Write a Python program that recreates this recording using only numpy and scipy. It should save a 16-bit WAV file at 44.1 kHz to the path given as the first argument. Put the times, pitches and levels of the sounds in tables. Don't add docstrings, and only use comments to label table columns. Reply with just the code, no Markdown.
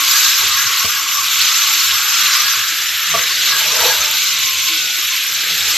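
import sys
import numpy as np
from scipy import signal
from scipy.fft import rfft, irfft, next_fast_len
from scipy.io import wavfile

SR = 44100
rng = np.random.default_rng(int(sys.argv[2]) if len(sys.argv) > 2 else 0)


def amplitude_ratio(level_db):
    exponent = np.asarray(level_db, float) / 20
    return 10 ** exponent


def waveform_to_disk(signal):
    frames = np.transpose(np.atleast_2d(signal))
    scaled = np.clip(frames, -1, 1) * 32767
    samples = np.round(scaled).astype(np.int16)
    wavfile.write(sys.argv[1], SR, samples)


N = 254872

# time in seconds, flow in dB (only its swing counts),
# extra level of the throat of the rack holes in dB, extra level of the treble in dB.
STEAM_FLOW = [(0, -14.5, -2, -1), (.18, -14, 0.5, 2.5), (.4, -14.5, 0.5, -0.5), (.75, -16.5, 0, .5),
              (1.06, -19, -8, 1.5), (1.2, -17.5, -2, 1.5), (1.35, -14.5, 1, -0.5), (1.6, -17, 2.5, 4.5),
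              (1.85, -14.5, -1.5, -1), (2.08, -17, -1, 2), (2.27, -11.5, 2, -5), (2.42, -12, -3, -4.5),
              (2.64, -18, 0.5, 1.5), (3.0, -18.5, -1, 0.5), (3.15, -16.5, -3.5, -1.5), (3.48, -15.5, 3, 0),
              (3.68, -15, -1.5, -0.5), (3.87, -15.5, 3, 1), (4.1, -16.5, 3.5, -1), (4.5, -17.5, 0, 0),
              (4.65, -15.5, -1.5, -3), (4.8, -19, 2, 1), (5.15, -18, -2, 0.5), (5.5, -18, 1, 0),
              (5.75, -14.5, 2, 0.5)]
# time in seconds,
# level of its upper part in dB, level of its lower part in dB.
LOW_EDGE_LEVELS = [(0, -27, -24.5), (.2, -27.5, -26.5), (.7, -25, -31), (.9, -30, -28.5),
                   (1.25, -29.5, -28.5), (1.5, -26, -28), (1.72, -29, -28.5), (1.9, -25.5, -31.5),
                   (2.3, -22, -27.5), (2.55, -26, -28), (2.68, -25.5, -38.5), (3.0, -26, -38.5),
                   (3.15, -26, -24), (3.4, -26, -50), (3.53, -24.5, -26.5), (3.65, -28.5, -36.5),
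                   (3.82, -26, -23.5), (4.1, -29.5, -36), (4.45, -33.5, -40), (4.8, -32.5, -39),
                   (5.1, -31.5, -42), (5.3, -29.5, -43), (5.45, -26.5, -47), (5.63, -29, -40),
                   (5.76, -33.5, -32)]
# frequency in Hz, density in dB per Hz.
JET_SPECTRUM = [(1090, -23), (1850, -11.5), (1990, -2), (2480, 2), (3500, 1.5), (4550, -10.5), (7700, -120)]
THROAT_SPECTRUM = [(2000, -11.5), (3400, -4), (4000, 1.5), (4600, -7.5), (5980, -43), (10100, -120)]
HISS_SPECTRUM = [(2650, -22), (4500, -3), (6690, -3), (7800, -10.5), (10100, -50), (17200, -120)]
SPRAY_SPECTRUM = [(4290, -55), (7300, -6), (9380, -14), (11300, -9), (12500, 2), (13000, 6)]
UPPER_EDGE_SPECTRUM = [(780, -29), (1330, 1), (1510, 3), (1830, 0), (1950, 1.5), (2540, -17.5),
                       (4290, -120)]
LOWER_EDGE_SPECTRUM = [(490, -42), (830, -11), (880, -3), (983, -2.5), (1100, 10), (1350, 6.5), (1760, -43),
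                       (2970, -120)]
LID_HOLLOW_SPECTRUM = [(220, -56), (380, -13), (437, -3.5), (486, -1), (569, -5.5), (628, 0), (689, -2),
                       (750, -10), (786, -10), (875, 1), (1050, 0), (1360, -40), (2310, -120)]
RUMBLE_SPECTRUM = [(15, -43), (25, -16.5), (101, 1), (163, -3.5), (214, -10), (327, 1.5), (387, -3.5),
                   (451, 1), (549, -6.5), (640, 1), (756, -7), (841, 1), (950, -5), (1240, -27),
                   (2090, -120)]
# frequency in Hz, side against middle in dB.
STEREO_WIDTH = [(3950, -72), (4150, -8), (5500, -2), (7500, -4), (9500, -2.5), (12000, -3), (12700, -4.5),
                (12900, -60)]
# frequency in Hz, margin in spreads of chance.
SIDE_GATE_MARGIN = [(3000, -0.24), (4300, -0.36), (4900, 0.3), (5600, 0.64), (7000, 2.1), (9000, 0.95),
                    (11000, 1.24), (13500, -0.3)]
# frequency in Hz, width in Hz, level at mean flow in dB,
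# waver in dB.
FLOW_BANDS = [(160, 4.9, -60, 1.5), (1500, 115, -39, 0.5), (4090, 910, -44, 6.5)]
# rate per second, frequency in Hz, width in Hz, length in seconds,
# level in dB against the lower edge noise.
NARROW_BLOBS = [(3.2, 1090, 42, .07, -4.5), (4.0, 1210, 36, 0.09, -3.5), (4.0, 1490, 53, .07, -5),
                (3.4, 1650, 53, 0.085, -2.5)]
# time in seconds, level in dB.
RUMBLE_CURVE = [(0, -44.5), (.55, -45), (.95, -47), (1.4, -47), (2.2, -45.5), (3.0, -47.5), (3.5, -43),
                (4.3, -46.5), (5.25, -46), (5.78, -40)]
# centre in seconds, length in seconds,
# frequency in Hz, level in dB.
SUPPRESSOR_BLOBS = [(0.052, 0.23, 283, -47), (0.446, 0.084, 423, -41.5), (0.464, .14, 90, -44),
                    (0.668, 0.031, 106, -39), (1.375, 0.086, 90, -43.5), (1.7, 0.056, 870, -34),
                    (1.925, 0.14, 88.5, -46.5), (2.08, .075, 858, -41), (2.2, 0.106, 310, -48),
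                    (2.591, 0.068, 110, -43), (3.15, 0.11, 160, -39), (3.164, .12, 89.5, -44),
                    (3.19, 0.12, 486, -38), (3.312, 0.026, 1076, -27.5), (3.619, 0.12, 878, -37),
                    (3.69, 0.078, 151, -43), (3.702, 0.13, 620, -38), (3.79, .1, 653, -32),
                    (3.82, 0.074, 90, -44), (3.85, 0.041, 476, -29), (3.91, 0.039, 860, -25),
                    (4.012, 0.18, 615, -37), (4.113, 0.13, 890, -36), (4.504, 0.3, 1056, -34.5),
                    (4.692, 0.14, 1064, -35), (4.585, .08, 99, -44), (4.733, 0.088, 327, -40),
                    (4.86, 0.35, 1463, -33), (5.131, 0.055, 1056, -33), (5.52, 0.1, 160, -44),
                    (5.667, 0.11, 91, -47), (5.68, 0.086, 856, -41.5), (5.72, 0.051, 1216, -32)]
# start in seconds, drive of the contact in dB ahead of its band filter, lowest and
# highest frequency of the contact in Hz, rattle against click in dB, rattle t60 in seconds.
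KNOCK_HITS = [(.846, -26.5, 70, 900, -25, 0.13), (3.139, -16.5, 550, 1600, -23.5, 0.22)]
# frequency in Hz, level in dB, t60 in seconds.
POT_MODES = [(95, -8, 0.11), (190, -6, 0.032), (223, -12, 0.05), (273, -10, .08), (448, -7, 0.13),
             (592, -10.5, 0.09), (679, -1.5, 0.052), (1160, 2, 0.061)]

LID_ARRIVES_S, LID_HOLD_S, LID_DB = 3.825, 0.054, -25
LID_RISE_DB_PER_S, LID_FALL_DB_PER_S = 57, 101
RUMBLE_UNDER_LID_DB = 6
SPRAY_SHARE_OF_TREBLE = 0.6


def rms_one(x):
    return x / np.sqrt(np.mean(x ** 2) + 1e-20)


def in_time(rows):
    s, *columns = np.transpose(rows)
    return [np.interp(np.arange(N) / SR, s, column) for column in columns]


def at_hz(points, hz):
    f, db = np.transpose(points)
    return np.interp(np.log(hz + 1e-9), np.log(f), db, left=-150, right=-150)


def drift(rate):
    r = np.exp(-64 * np.pi * rate / SR)
    chance = rng.standard_normal(N // 32 + 2002)
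    slow = rms_one(signal.lfilter([1], [1, -2 * r, r * r], chance)[2000:])
    return np.interp(np.arange(N) / 32, np.arange(len(slow)), slow)


def ring(x, hz, t60):
    r, w = amplitude_ratio(-60 / (t60 * SR)), 2 * np.pi * hz / SR
    return signal.lfilter([0, np.sin(w)], [1, -2 * r * np.cos(w), r * r], x + 1e-18)


def narrow_noise(hz, width_hz, count):
    t60 = np.log(1000) / (np.pi * width_hz)
    once = ring(rng.standard_normal(count + 4000), hz, t60)
    return rms_one(ring(once, hz, t60)[4000:])


def random_blobs(per_s, hz, width_hz, length, level_db):
    marks = (rng.random(N) < per_s / SR) * amplitude_ratio(2.17 * rng.standard_normal(N))
    bell = np.exp(-(2 * np.arange(-SR // 4, SR // 4) / SR / length) ** 2)
    envelope = signal.fftconvolve(marks, bell, "same")
    return amplitude_ratio(level_db) * envelope * narrow_noise(hz, width_hz, count=N)


def rush(spectrum, count, gust, patchy_db, patch_rate, grain_db=0., side_gate=None):
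    size = next_fast_len(N)
    hz = np.arange(size // 2 + 1) * SR / size
    sparks = amplitude_ratio(grain_db * np.minimum(rng.exponential(1, (2, size)), 5))
    mid, side = rfft(rng.standard_normal((2, size)) * sparks) * amplitude_ratio(at_hz(spectrum, hz))
    side = side * amplitude_ratio(at_hz(STEREO_WIDTH, hz))
    low_hz, high_hz = spectrum[1][0], spectrum[-2][0]
    place = np.log((hz + 1e-9) / low_hz) / np.log(high_hz / low_hz) * (count - 1)
    place = np.clip(place, 0, count - 1)
    centres_hz = np.geomspace(low_hz, high_hz, count)
    out = np.zeros((2, N))
    for k in range(count):
        window = np.cos(np.pi / 2 * np.clip(place - k, -1, 1)) ** 2
        flicker = amplitude_ratio(gust + patchy_db * drift(patch_rate))
        out += flicker * irfft(mid * window, size)[:N]
        if side_gate:
            together, stripes = side_gate
            margin = at_hz(SIDE_GATE_MARGIN, centres_hz[k]) + 0.66 * together + 0.81 * drift(7.1)
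            gate = np.clip(6.7 * margin, 0, 1) * stripes
            out += flicker * gate * irfft(side * window, size)[:N] * [[1], [-1]]
    return out / np.sqrt(np.mean(out.mean(axis=0) ** 2))


def follow(control_db, mean_db, share, wander_db):
    return mean_db + share * (control_db - control_db.mean()) + wander_db * drift(2.5)


def jet(level_db, gust):
    return amplitude_ratio(level_db) * rush(JET_SPECTRUM, count=14, gust=0.93 * gust, patchy_db=0.74,
                                patch_rate=14.0, grain_db=1.0)


def throat(level_db, gust, side_gate):
    return amplitude_ratio(level_db) * rush(THROAT_SPECTRUM, count=7, gust=0.73 * gust, patchy_db=1.0,
                                patch_rate=10.5, grain_db=0.7, side_gate=side_gate)


def hiss(level_db, gust, side_gate):
    return amplitude_ratio(level_db) * rush(HISS_SPECTRUM, count=14, gust=0.26 * gust, patchy_db=3.0,
                                patch_rate=28.5, grain_db=-3.7, side_gate=side_gate)


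def spray(level_db, gust, side_gate):
    return amplitude_ratio(level_db) * rush(SPRAY_SPECTRUM, count=9, gust=0.55 * gust, patchy_db=2.0,
                                patch_rate=19.0, grain_db=0.8, side_gate=side_gate)


def flow_bands(flow_db):
    swing_db = flow_db - flow_db.mean()
    return sum(narrow_noise(hz, width_hz, count=N) * amplitude_ratio(level_db + swing_db + waver_db * drift(1.3))
               for hz, width_hz, level_db, waver_db in FLOW_BANDS)


def upper_edge(level_db):
    return amplitude_ratio(level_db) * rush(UPPER_EDGE_SPECTRUM, count=8, gust=0, patchy_db=2.5, patch_rate=1.7)


def lower_edge(level_db):
    noise = rush(LOWER_EDGE_SPECTRUM, count=9, gust=0, patchy_db=3.5, patch_rate=9.3)
    return amplitude_ratio(level_db) * (noise + sum(random_blobs(*row) for row in NARROW_BLOBS))


def rumble():
    level_db = in_time(RUMBLE_CURVE)[0] + RUMBLE_UNDER_LID_DB * amplitude_ratio(lid_pass())
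    return amplitude_ratio(level_db) * rush(RUMBLE_SPECTRUM, count=16, gust=drift(2.6), patchy_db=3.0, patch_rate=17.0)


def low_blobs():
    return random_blobs(per_s=4.5, hz=97, width_hz=45, length=0.084, level_db=-52.5)


def suppressor_blobs(width_hz=22, widen=0.01, steady=1.0):
    out, span = np.zeros(N + 2 * SR), SR // 2
    for s, length, hz, level_db in SUPPRESSOR_BLOBS:
        blob = narrow_noise(hz, width_hz + widen * hz, count=span)
        blob = rms_one(blob / (steady + np.abs(signal.hilbert(blob))))
        bell = np.exp(-(2 * (np.arange(span) - span / 2) / SR / length) ** 2)
        start = SR + round(s * SR) - span // 2
        out[start:start + span] += amplitude_ratio(level_db) * bell * blob
    return out[SR:SR + N]


def knocks():
    push, after = np.zeros(N), np.arange(SR // 2) / SR
    for s, drive_db, low_hz, high_hz, rattle_db, t60 in KNOCK_HITS:
        touch = amplitude_ratio(rattle_db - 60 * after / t60) * rng.standard_normal(len(after))
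        touch[0] = 1
        band = signal.butter(2, [low_hz, high_hz], "band", fs=SR, output="sos")
        push[round(s * SR):][:len(after)] += amplitude_ratio(drive_db) * signal.sosfilt(band, touch)
    contact = amplitude_ratio(23.0) * push
    return contact + sum(amplitude_ratio(level_db) * ring(push, hz, t60) for hz, level_db, t60 in POT_MODES)


def lid_pass():
    s = np.arange(N) / SR - LID_ARRIVES_S
    rise_db = np.minimum(LID_RISE_DB_PER_S * s, 0)
    return rise_db - LID_FALL_DB_PER_S * np.maximum(s - LID_HOLD_S, 0)


def lid():
    hollow = rush(LID_HOLLOW_SPECTRUM, count=10, gust=0, patchy_db=4.0, patch_rate=6.2)
    return amplitude_ratio(LID_DB + lid_pass()) * hollow


def scene():
    flow_db, more_throat_db, more_treble_db = in_time(STEAM_FLOW)
    upper_db, lower_db = in_time(LOW_EDGE_LEVELS)
    jet_db = follow(flow_db, mean_db=-21, share=0.62, wander_db=0.56)
    throat_db = follow(flow_db, mean_db=-22.5, share=0.99, wander_db=1) + more_throat_db
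    hiss_db = follow(flow_db, mean_db=-20, share=1.33, wander_db=0.54) + more_treble_db
    spray_db = follow(flow_db, mean_db=-24.5, share=1, wander_db=0.51)
    spray_db = spray_db + SPRAY_SHARE_OF_TREBLE * more_treble_db
    gust = drift(32.0)
    side_gate = drift(6.0), amplitude_ratio(4.0 * np.minimum(drift(35.0), 0.8))
    steam = jet(jet_db, gust) + throat(throat_db, gust, side_gate)
    steam = steam + hiss(hiss_db, gust, side_gate) + spray(spray_db, gust, side_gate)
    low_edge = upper_edge(upper_db) + lower_edge(lower_db)
    faint = flow_bands(throat_db) + rumble() + low_blobs() + suppressor_blobs()
    return steam + low_edge + faint + knocks() + lid()


def band_limit(x):
    return signal.sosfilt(signal.butter(12, 14430, fs=SR, output="sos"), x)


def record(dry):
    bass_cut = signal.butter(2, 40.0, "high", fs=SR, output="sos")
    top_cut = signal.ellip(12, 0.5, 90, 13070, fs=SR, output="sos")
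    heard = signal.sosfilt(bass_cut, dry)
    knee = 6
    rounded = heard / (1 + heard ** knee) ** (1 / knee)
    return band_limit(signal.sosfilt(top_cut, rounded))


dry = scene()
out = record(dry)
waveform_to_disk(out)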